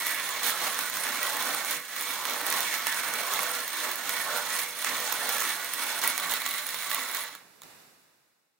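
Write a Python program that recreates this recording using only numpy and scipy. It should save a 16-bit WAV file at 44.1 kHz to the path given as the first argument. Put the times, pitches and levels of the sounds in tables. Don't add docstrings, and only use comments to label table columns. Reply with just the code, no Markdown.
import sys
import numpy as np
from scipy import signal
from scipy.fft import rfft, irfft, next_fast_len
from scipy.io import wavfile
from scipy.ndimage import uniform_filter1d

SR = 44100
rng = np.random.default_rng(int(sys.argv[2]) if len(sys.argv) > 2 else 0)


def persist_wave(psi):
    counts = np.round(np.clip(psi, -1, 1) * 32767).astype(np.int16)
    wavfile.write(sys.argv[1], SR, np.atleast_2d(counts).T)


N = 378818

# centre in Hz, width in Hz, peak gain in dB.
BOX_MODES = [(166, 16, 8), (250, 40, 6), (306, 22, 7), (330, 30, -7), (362, 15, 5), (388, 25, -4),
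             (463, 18, -6), (528, 20, -6), (488, 10, 11), (582, 10, -4), (637, 20, -5), (599, 14, 6.5),
             (682, 14, 5.5), (799, 18, 5), (864, 20, 6), (920, 40, 5), (1005, 10, -4), (1019, 16, 4),
             (1070, 45, 3), (1133, 30, 6), (1309, 25, 5), (1371, 16, 6), (1467, 25, 6.5), (1525, 20, 5),
             (1700, 60, 4), (1820, 35, 6), (1946, 40, 7), (2170, 50, 4), (2258, 50, 5), (4231, 20, 4),
             (2430, 150, -3), (3450, 100, 3), (6850, 330, 3), (9250, 370, 4), (10800, 150, 2),
             (13900, 600, 3), (15000, 900, 5)]
# centre in Hz, width in Hz, gain in dB.
TREBLE_DIPS = [(4820, 220, -12), (7950, 150, -4), (9600, 200, -11), (12600, 1400, -2.5), (14390, 300, -10)]
SLOWS_S, RESTS_S = 7.224, 7.56


def mill(count=5):
    # time in seconds, level in dB of the crack in four bands
    # from dull to bright, level of the table-top jolt in dB.
    snap_rows = [(0.0676, -30, -32, -35, -27, -77), (0.2907, -37, -53, -43, -34, -79),
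                 (0.4323, -31, -36, -34, -32, -80), (0.4458, -44, -36, -38, -32, -80),
                 (0.4654, -35, -36, -37, -28, -73), (0.4708, -40, -32, -39, -32, -77),
                 (0.4805, -36, -45, -47, -35, -78), (0.4935, -38, -40, -38, -30, -78),
                 (0.4968, -32, -46, -40, -33, -79), (0.7445, -47, -40, -39, -35, -82),
                 (0.7898, -30, -40, -34, -30, -84), (0.899, -36, -42, -39, -32, -75),
                 (0.9695, -34, -46, -36, -34, -78), (1.0679, -32, -50, -47, -43, -93),
                 (1.1719, -35, -45, -40, -35, -83), (1.23, -34, -43, -36, -28, -74),
                 (1.3685, -35, -38, -38, -31, -73), (1.4244, -35, -45, -37, -33, -80),
                 (1.5473, -33, -36, -42, -31, -95), (1.6478, -34, -37, -37, -32, -84),
                 (1.7093, -34, -38, -37, -29, -68), (1.9637, -41, -45, -44, -35, -85),
                 (2.0105, -38, -43, -42, -31, -84), (2.024, -39, -52, -44, -33, -83),
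                 (2.2533, -30, -53, -36, -33, -78), (2.2968, -34, -45, -38, -34, -80),
                 (2.3354, -37, -39, -38, -34, -80), (2.414, -34, -41, -49, -36, -81),
                 (2.4659, -32, -34, -37, -27, -74), (2.5017, -43, -44, -37, -26, -72),
                 (2.5251, -29, -32, -32, -28, -82), (2.6053, -43, -41, -34, -27, -72),
                 (2.7401, -32, -40, -38, -32, -91), (2.8692, -27, -37, -30, -26, -69),
                 (2.9247, -47, -38, -35, -32, -84), (2.9449, -48, -46, -38, -33, -88),
                 (3.1377, -36, -40, -35, -32, -86), (3.2691, -45, -45, -43, -34, -82),
                 (3.3372, -33, -38, -34, -29, -72), (3.3458, -34, -49, -44, -32, -73),
                 (3.3918, -27, -40, -38, -32, -76), (3.4318, -31, -43, -37, -31, -79),
                 (3.5152, -46, -39, -42, -32, -80), (3.679, -36, -48, -40, -33, -85),
                 (3.9156, -41, -40, -37, -31, -75), (3.9568, -49, -48, -40, -33, -78),
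                 (4.0932, -36, -42, -35, -29, -70), (4.3741, -34, -41, -38, -30, -88),
                 (4.5649, -41, -37, -37, -34, -86), (4.5925, -35, -49, -38, -31, -90),
                 (4.7074, -48, -50, -45, -42, -75), (4.8239, -48, -39, -39, -36, -84),
                 (4.846, -29, -38, -31, -33, -85), (5.0024, -39, -50, -38, -32, -83),
                 (5.1239, -31, -32, -32, -27, -81), (5.1268, -36, -32, -38, -29, -85),
                 (5.2914, -31, -36, -34, -27, -74), (5.3824, -33, -42, -38, -32, -81),
                 (5.404, -44, -36, -35, -30, -81), (5.4215, -30, -35, -35, -38, -82),
                 (5.4755, -47, -43, -40, -35, -78), (5.492, -41, -42, -37, -30, -79),
                 (5.6457, -49, -44, -41, -33, -83), (5.7361, -40, -47, -44, -28, -81),
                 (5.8354, -45, -45, -43, -34, -81), (6.0165, -35, -37, -35, -35, -73),
                 (6.0384, -30, -33, -36, -30, -71), (6.0759, -40, -34, -33, -20, -78),
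                 (6.1784, -32, -40, -32, -27, -88), (6.1985, -34, -35, -36, -34, -84),
                 (6.296, -45, -39, -39, -38, -67), (6.3131, -40, -42, -49, -30, -67),
                 (6.3196, -32, -30, -35, -35, -68), (6.3377, -34, -32, -40, -28, -77),
                 (6.4191, -34, -38, -42, -36, -75), (6.463, -33, -31, -34, -32, -77),
                 (6.4896, -47, -46, -41, -33, -79), (6.51, -40, -35, -42, -32, -77),
                 (6.5389, -37, -40, -41, -34, -79), (6.5818, -47, -43, -43, -34, -85),
                 (6.667, -42, -47, -41, -32, -72), (6.69, -39, -54, -39, -34, -75),
                 (6.7443, -35, -41, -38, -35, -92), (6.8234, -37, -44, -45, -38, -83),
                 (6.9045, -38, -49, -41, -33, -73), (6.9144, -31, -50, -42, -35, -72),
                 (6.9461, -43, -35, -35, -25, -70), (7.1477, -35, -37, -40, -32, -87),
                 (7.1697, -39, -43, -39, -37, -85), (7.206, -41, -53, -49, -39, -90),
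                 (7.238, -43, -48, -50, -38, -90), (7.3513, -43, -48, -50, -43, -90)]
    stop_rows = [(7.6188, -49, -48, -50, -48, -85), (7.6342, -52, -51, -52, -51, -83)]
    # centre in Hz, width in Hz, gain in dB.
    late_peaks = [(486, 350, -1), (496, 8.2, -4.5), (1148, 20, 5), (1230, 500, 0), (1610, 530, -0.5),
                  (2024, 110, 5.5), (3840, 460, 4.5), (4230, 20, 3), (6200, 1200, -1), (7300, 460, 4),
                  (9240, 900, -3.5), (10240, 1300, 4.5), (12400, 600, -5), (15400, 900, 3)]
    late_s, late_fade_s = 6.15, 0.044

    t, size = np.arange(N) / SR, next_fast_len(round(7.9 * SR))
    box_db, hollow_db, growl_db, rasp_db, fizz_db = grinding()
    load_db = box_db - np.median(box_db)
    times, *bands_db, jolt_db = np.array(snap_rows + stop_rows).T

    clumps = from_db(1.04 * drift(60))
    turning = t < RESTS_S
    grit = turning * clumps * contacts(4000, 1.85, count)
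    chips = turning * from_db(0.16 * load_db) * contacts(260, 2.6, count)
    thinning = from_db(-50 * np.clip(t - SLOWS_S, 0, None))
    crack = snaps(times[:len(snap_rows)], bands_db[2], count)
    knock = snaps(times, bands_db[0], count)

    # lower and upper edge in Hz, level in dB, grit, share of chips, snap, snap gain in dB.
    drives = [
        (25, 400, box_db + 0.35 * hollow_db - 19, grit, 0.12, knock, -22),
        (400, 950, box_db + hollow_db - 2, grit, 0.19, knock, -4),
        (950, 1600, box_db + growl_db - 3, grit, 0.39, knock, 9.5),
        (1600, 3000, box_db - 4, grit, 0.39, knock, 1),
        (3000, 7500, box_db + rasp_db - 2, grit, 0.5, crack, 20.5),
        (7500, 17000, box_db + fizz_db - 3.5, thinning * grit, 0.76, crack, 19)]
    spectrum = 0
    for low_hz, high_hz, level_db, band_grit, chip_share, snap, snap_db in drives:
        blow = from_db(level_db) * (band_grit + chip_share * chips) + from_db(snap_db) * snap
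        response = paths(low_hz, high_hz, count, size)
        spectrum = spectrum + np.sum(rfft(blow, size) * response, axis=1)
    ringing = irfft(spectrum, size)[:, :round(7.8 * SR)]
    ringing = np.pad(ringing, [(0, 0), (0, N)])[:, :N]

    body = peaks(shifting(ringing + 1e-18), BOX_MODES + TREBLE_DIPS) + cracks(times, bands_db)
    late = np.clip((t - late_s) / late_fade_s, 0, 1)
    body = (1 - late) * body + late * peaks(body, late_peaks)
    return body + from_db([[-1], [1]]) * jolts(times, jolt_db, load_db)


def grinding():
    # time in seconds,
    # level in dB of the turn that follows (unused in the last row), change in dB at the
    # changeover, hollow swell in dB during that turn.
    turn_rows = [(-0.1, -36.5, 19, 3), (0.88, -35, -1.5, 4.5), (1.851, -37.5, -10, 4), (2.8, -36, 1.5, 5),
                 (3.679, -36.5, -3.5, 3), (4.727, -35.5, -6, 6), (5.7, -38, -1.5, 1), (6.628, -39.5, -3, 2),
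                 (7.6, -39.5, -8, 0)]
    # start in seconds, hold in seconds, rise of the level in dB,
    # extra change of the treble in dB, extra change of the hollow band in dB.
    crush_rows = [(0.053, 0.043, 4.5, -1, -5.5), (0.15, 0.053, 2, -3, -3.5), (0.43, 0.064, 2.5, 3.5, 0),
                  (0.597, 0.072, 3.5, 0, 4), (0.787, 0.017, 4.5, -1, -4), (1.028, 0.2, 1.5, -2, -1),
                  (1.425, 0.069, 1, 0.5, 1), (1.682, 0.073, 4, -0.5, -4), (2.017, 0.037, 0.5, 0, -5),
                  (2.265, 0.071, 1.5, 1, 2.5), (2.457, 0.16, 3.5, 1, 2), (2.645, 0.084, 3.5, -1.5, -4.5),
                  (2.86, 0.042, 4.5, -3.5, -8.5), (2.95, 0.25, 2.5, -1.5, -1), (3.308, 0.14, 2, 0, 1.5),
                  (3.815, 0.053, 2, -1, 2.5), (4.09, 0.045, 3, 0, -1.5), (4.255, 0.13, 0.5, 0, 5.5),
                  (4.528, 0.064, 3.5, -1.5, -3), (4.843, 0.066, 4.5, -3, -2.5), (5.127, 0.037, 0, 0, -1.5),
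                  (5.266, 0.077, 1.5, 1.5, -0.5), (5.362, 0.16, 2.5, -0.5, -5), (5.771, 0.18, 3.5, -1.5, 0),
                  (6.011, 0.074, 7, -1, -1), (6.184, 0.086, 2, -0.5, 3.5), (6.294, 0.046, 4, 1, 1.5),
                  (6.45, 0.048, 3, 1, 0), (6.54, 0.055, 3.5, 0.5, -1.5), (6.67, 0.036, 1.5, -0.5, -3.5),
                  (6.909, 0.092, 3.5, -0.5, -1), (7.127, 0.032, 1.5, 0.5, 0.5)]
    # time in seconds, change in dB.
    lull_rows = [(0.04, -0.5), (0.36, -0.5), (0.58, -0.5), (1.64, -2), (2.4, 0), (3.26, 0), (4.02, -3.5),
                 (4.99, 1), (6.15, 0.5), (6.85, -0.5)]
    fall_s, rise_s, treble_leads_s = 0.11, 0.14, 0.014
    swell_at = 0.55
    lull_s, attack_s, release_s = 0.096, 0.001, 0.036

    t = np.arange(N) / SR
    starts, level_db, dip_db, swell_db = np.transpose(turn_rows)
    turn = np.interp(t, starts, np.arange(len(starts)))
    k, share = turn.astype(int), turn % 1
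    rising = np.where(share < swell_at, share / swell_at, (1 - share) / (1 - swell_at))
    swell = swell_db[k] * np.sin(np.pi / 2 * rising) ** 2

    def changeovers(lead_s):
        total = 0
        for at, db in zip(starts, dip_db):
            total = total + np.interp(t + lead_s, [at - fall_s, at, at + rise_s], [0, db, 0])
        return total

    slack, early = changeovers(0), changeovers(treble_leads_s)
    ending_s = np.clip(t - 7.36, 0, None)
    box = np.interp(t, (starts[1:] + starts[:-1]) / 2, level_db[:-1])
    box += -90 * np.clip(t - SLOWS_S, 0, None) + slack - 37 * ending_s
    for at, db in lull_rows:
        box += np.interp(t, [at - lull_s, at, at + lull_s], [0, db, 0])
    treble, low = -110 * ending_s + early - slack, 0
    for at, hold, db, treble_db, low_db in crush_rows:
        shape = np.interp(t, np.cumsum([at, attack_s, hold, release_s]), [0, 1, 1, 0])
        box, treble, low = box + db * shape, treble + treble_db * shape, low + low_db * shape

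    bands = [-11 + swell + low, -4 + 0.41 * (swell + low), 0, 0.5 + treble, 1.12 - 0.071 * swell + treble]
    hollow, growl, middle, rasp, fizz = (band + 0.42 * drift(12.3) for band in bands)
    return box + middle, hollow - middle, growl - middle, rasp - middle, fizz - middle


def contacts(per_s, spread_db, count):
    sizes = from_db(spread_db * np.minimum(rng.exponential(1, N), 4.5)) * rng.choice([-1, 1], N)
    clicks = sizes * (rng.random(N) < per_s / SR)
    return rms_one(clicks) * (rng.integers(0, count, N) == np.arange(count)[:, None])


def snaps(times, level_db, count):
    out, t = np.zeros((count, N + 400)), np.arange(400) / SR
    bursts = rng.standard_normal((len(times), len(t))) * from_db(-60 * t / 0.0047)
    bursts[:, 0] = 7
    bursts /= np.linalg.norm(bursts, axis=1, keepdims=True)
    for k, s in enumerate(times):
        at = round(s * SR)
        out[k % count, at:at + len(t)] += from_db(level_db[k]) * bursts[k]
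    return out[:, :N]


def paths(low_hz, high_hz, count, size):
    # frequency in Hz, relative spectral density in dB.
    mill_colour = [(18, -68.5), (30, -54), (108, -22.5), (294, -8.5), (392, -10.5), (483, 3), (755, 1),
                   (1150, -5.5), (2210, -2.5), (2460, -6.5), (3940, -2.5), (4860, -4), (5250, -6),
                   (9110, -10), (15800, -14)]
    # frequency in Hz, 60 dB decay time in seconds.
    ring_times = [(100, 0.038), (500, 0.088), (1500, 0.076), (3000, 0.049), (6000, 0.016), (15000, 0.0054)]
    # frequency in Hz, share alike from 0 to 1.
    ear_likeness = [(60, 0.22), (120, 0.88), (240, 0.87), (480, 0.87), (950, 0.88), (1890, 0.8),
                    (3770, 0.17), (7520, 0.27), (15000, 0.39)]
    # frequency in Hz, left minus right in dB.
    ear_lean = [(60, -11.5), (130, -3.5), (290, -5), (640, -5), (1410, -5), (3100, -4.5), (6820, -4.5),
                (10500, -3.5), (13000, -4), (15000, -11.5)]
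    room_db, room_t60_s = -13, 0.15
    direct = 7.5

    t, out, colour = np.arange(4096) / SR, 0, 0
    grid = np.fft.rfftfreq(len(t), 1 / SR)
    for hz, width, band in third_octaves(low_hz, high_hz):
        dying = from_db(-60 * t / at_hz(ring_times, hz)) + from_db(room_db - 60 * t / room_t60_s)
        struck = rng.standard_normal((2, count, len(t))) * dying
        struck[..., 0] = direct * np.array([[1], [-1]]) ** np.arange(count)
        filtered = signal.sosfilt(band, struck)
        mid, side = (v / np.linalg.norm(v, axis=1, keepdims=True) for v in filtered)
        alike = np.clip(at_hz(ear_likeness, hz), 0, .99)
        lean_db = at_hz(ear_lean, hz) * np.array([[.5], [-.5]])
        gains = from_db(at_hz(mill_colour, hz) + lean_db)
        ears = [np.sqrt(1 + alike) * mid + sign * np.sqrt(1 - alike) * side for sign in (1, -1)]
        out = out + gains[..., None] * np.sqrt(width) * np.array(ears)
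        colour = colour + np.abs(gains * signal.sosfreqz(band, grid, fs=SR)[1]) ** 2
    together = uniform_filter1d(np.mean(np.abs(rfft(out)) ** 2, axis=1), size=3)
    even = np.sqrt(colour / np.mean(colour) / (together + 1e-30))
    even = [np.interp(np.fft.rfftfreq(size, 1 / SR), grid, ear) for ear in even]
    return rfft(out, size) * np.array(even)[:, None]


def shifting(x):
    # centre in Hz, width in Hz, rms swing in dB.
    treble_colours = [(3500, 900, 1), (7000, 1000, 2), (9000, 1000, 2), (10400, 1400, 3), (13300, 1600, 2)]
    moving = [(*row, 14) for row in treble_colours]
    for hz, width, db in BOX_MODES:
        if db > 0 and hz < 2400:
            moving.append((hz, 2 * width, 2.2, 5))
    out = x
    for hz, width, swing_db, corner_hz in moving:
        band = signal.butter(1, [hz - width / 2, hz + width / 2], "band", fs=SR, output="sos")
        out = out + (from_db(swing_db * drift(corner_hz)) - 1) * signal.sosfilt(band, x)
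    return out


def cracks(times, bands_db):
    edges_hz, t60_s = [950, 2500, 4500, 8000, 15700], 0.0095
    ears_db = [[-3.2], [2.4]]
    band_gain_db = [0, 0, 3, 0]
    level_span_s = 0.0065

    out, t = np.zeros((2, N + 900)), np.arange(900) / SR
    bursts = rng.standard_normal((len(times), 2, len(t)))
    bursts = (bursts + bursts[:, ::-1] / 2) * from_db(-60 * t / t60_s)
    bursts[..., 0] = 4 * np.sign(bursts[:, :1, 0])
    bursts = peaks(bursts, TREBLE_DIPS + [row for row in BOX_MODES if row[0] > edges_hz[1]])
    shaped = 0
    for low_hz, high_hz, db in zip(edges_hz, edges_hz[1:], bands_db + np.c_[band_gain_db]):
        band = signal.butter(2, [low_hz, high_hz], "band", fs=SR, output="sos")
        part = from_db(ears_db) * signal.sosfilt(band, bursts)
        level = np.std(part[..., :round(level_span_s * SR)].mean(axis=1), axis=1)
        shaped = shaped + part * (from_db(db) / level)[:, None, None]
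    for k, s in enumerate(times):
        at = round(s * SR)
        out[:, at:at + len(t)] += shaped[k]
    return out[:, :N]


def jolts(times, level_db, load_db):
    level_span_s = 0.049
    kicks, band = np.zeros(N), signal.butter(2, [14, 90], "band", fs=SR, output="sos")
    kicks[(times * SR).astype(int)] = from_db(level_db) * (-1) ** np.arange(len(times))
    one = signal.sosfilt(band, signal.unit_impulse(round(level_span_s * SR)))
    mixed = [[0.82, 0.2], [0.2, 0.97]] @ contacts(30, 4.2, count=2)
    bumps = rms_one(signal.sosfilt(band, mixed + 1e-18))
    return signal.sosfilt(band, kicks + 1e-18) / np.std(one) + from_db(-81.5 + load_db) * bumps


def hiss():
    # time in seconds, level in dB.
    hiss_level = [(7.2, -63), (7.4, -56), (7.61, -58.5), (7.64, -50.5), (7.83, -55), (7.952, -60),
                  (8.3, -70), (8.59, -78)]
    # frequency in Hz, relative spectral density in dB.
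    hiss_colour = [(18, -65), (30, -33.5), (59, -26), (103, -19), (137, -11.5), (1570, -11.5),
                   (1700, -11.5), (2800, -15), (3190, -13), (4150, -15.5), (15800, -20.5)]
    # centre in Hz, width in Hz, gain in dB.
    hiss_dips = [(3190, 130, -15), (6400, 150, -7), (9600, 150, -4)]

    t, first, out = np.arange(N) / SR, round(7.1 * SR), np.zeros((2, N))
    white = rng.standard_normal((2, 3, N - first))
    for k, (hz, _, band) in enumerate(third_octaves(25, 17000)):
        left, right, both = signal.sosfilt(band, white[k % 2])
        shared = 0.69 / (1 + hz / 2500) * both
        out[:, first:] += from_db(at_hz(hiss_colour, hz)) * np.array([left + shared, right + shared])
    out[:, first:] = rms_one(peaks(out[:, first:], hiss_dips))
    level_db = np.interp(t, *np.transpose(hiss_level))
    lean_db = np.interp(t, [7.6, 8.4], [4, 1])
    return from_db(level_db + lean_db * [[-.5], [.5]]) * out


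def from_db(db):
    return 10 ** (np.asarray(db) / 20)


def rms_one(x):
    return x / np.sqrt(np.mean(x ** 2) + 1e-20)


def at_hz(points, hz):
    table = np.array(points)
    return np.interp(np.log(hz), np.log(table[:, 0]), table[:, 1])


def drift(corner_hz):
    r = np.exp(-80 * np.pi * corner_hz / SR)
    noise = rng.standard_normal(N // 40 + 2002)
    slow = signal.lfilter([1], [1, -2 * r, r * r], noise)[2000:]
    return np.interp(np.arange(N) / 40, np.arange(len(slow)), rms_one(slow))


def peaks(x, table):
    rows = []
    for hz, width, db in table:
        a, w = from_db(db / 2), -2 * np.cos(2 * np.pi * hz / SR)
        d = np.pi * width / SR
        rows.append(np.array([1 + d * a, w, 1 - d * a, 1 + d / a, w, 1 - d / a]) / (1 + d / a))
    return signal.sosfilt(rows, x)


def third_octaves(low_hz, high_hz):
    edges = np.geomspace(low_hz, high_hz, round(3 * np.log2(high_hz / low_hz)) + 1)
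    for low, high in zip(edges, edges[1:]):
        yield np.sqrt(low * high), high - low, signal.butter(2, [low, high], "band", fs=SR, output="sos")


def scene():
    return mill() + hiss()


def record(dry):
    cutoff_hz = 15830
    skirt = signal.cheby2(12, 40, 1.06 * cutoff_hz, fs=SR, output="sos")
    edge = signal.ellip(8, .5, 30, cutoff_hz, fs=SR, output="sos")
    return signal.sosfilt(np.vstack([skirt, edge]), dry)


dry = scene()
out = record(dry)
persist_wave(out)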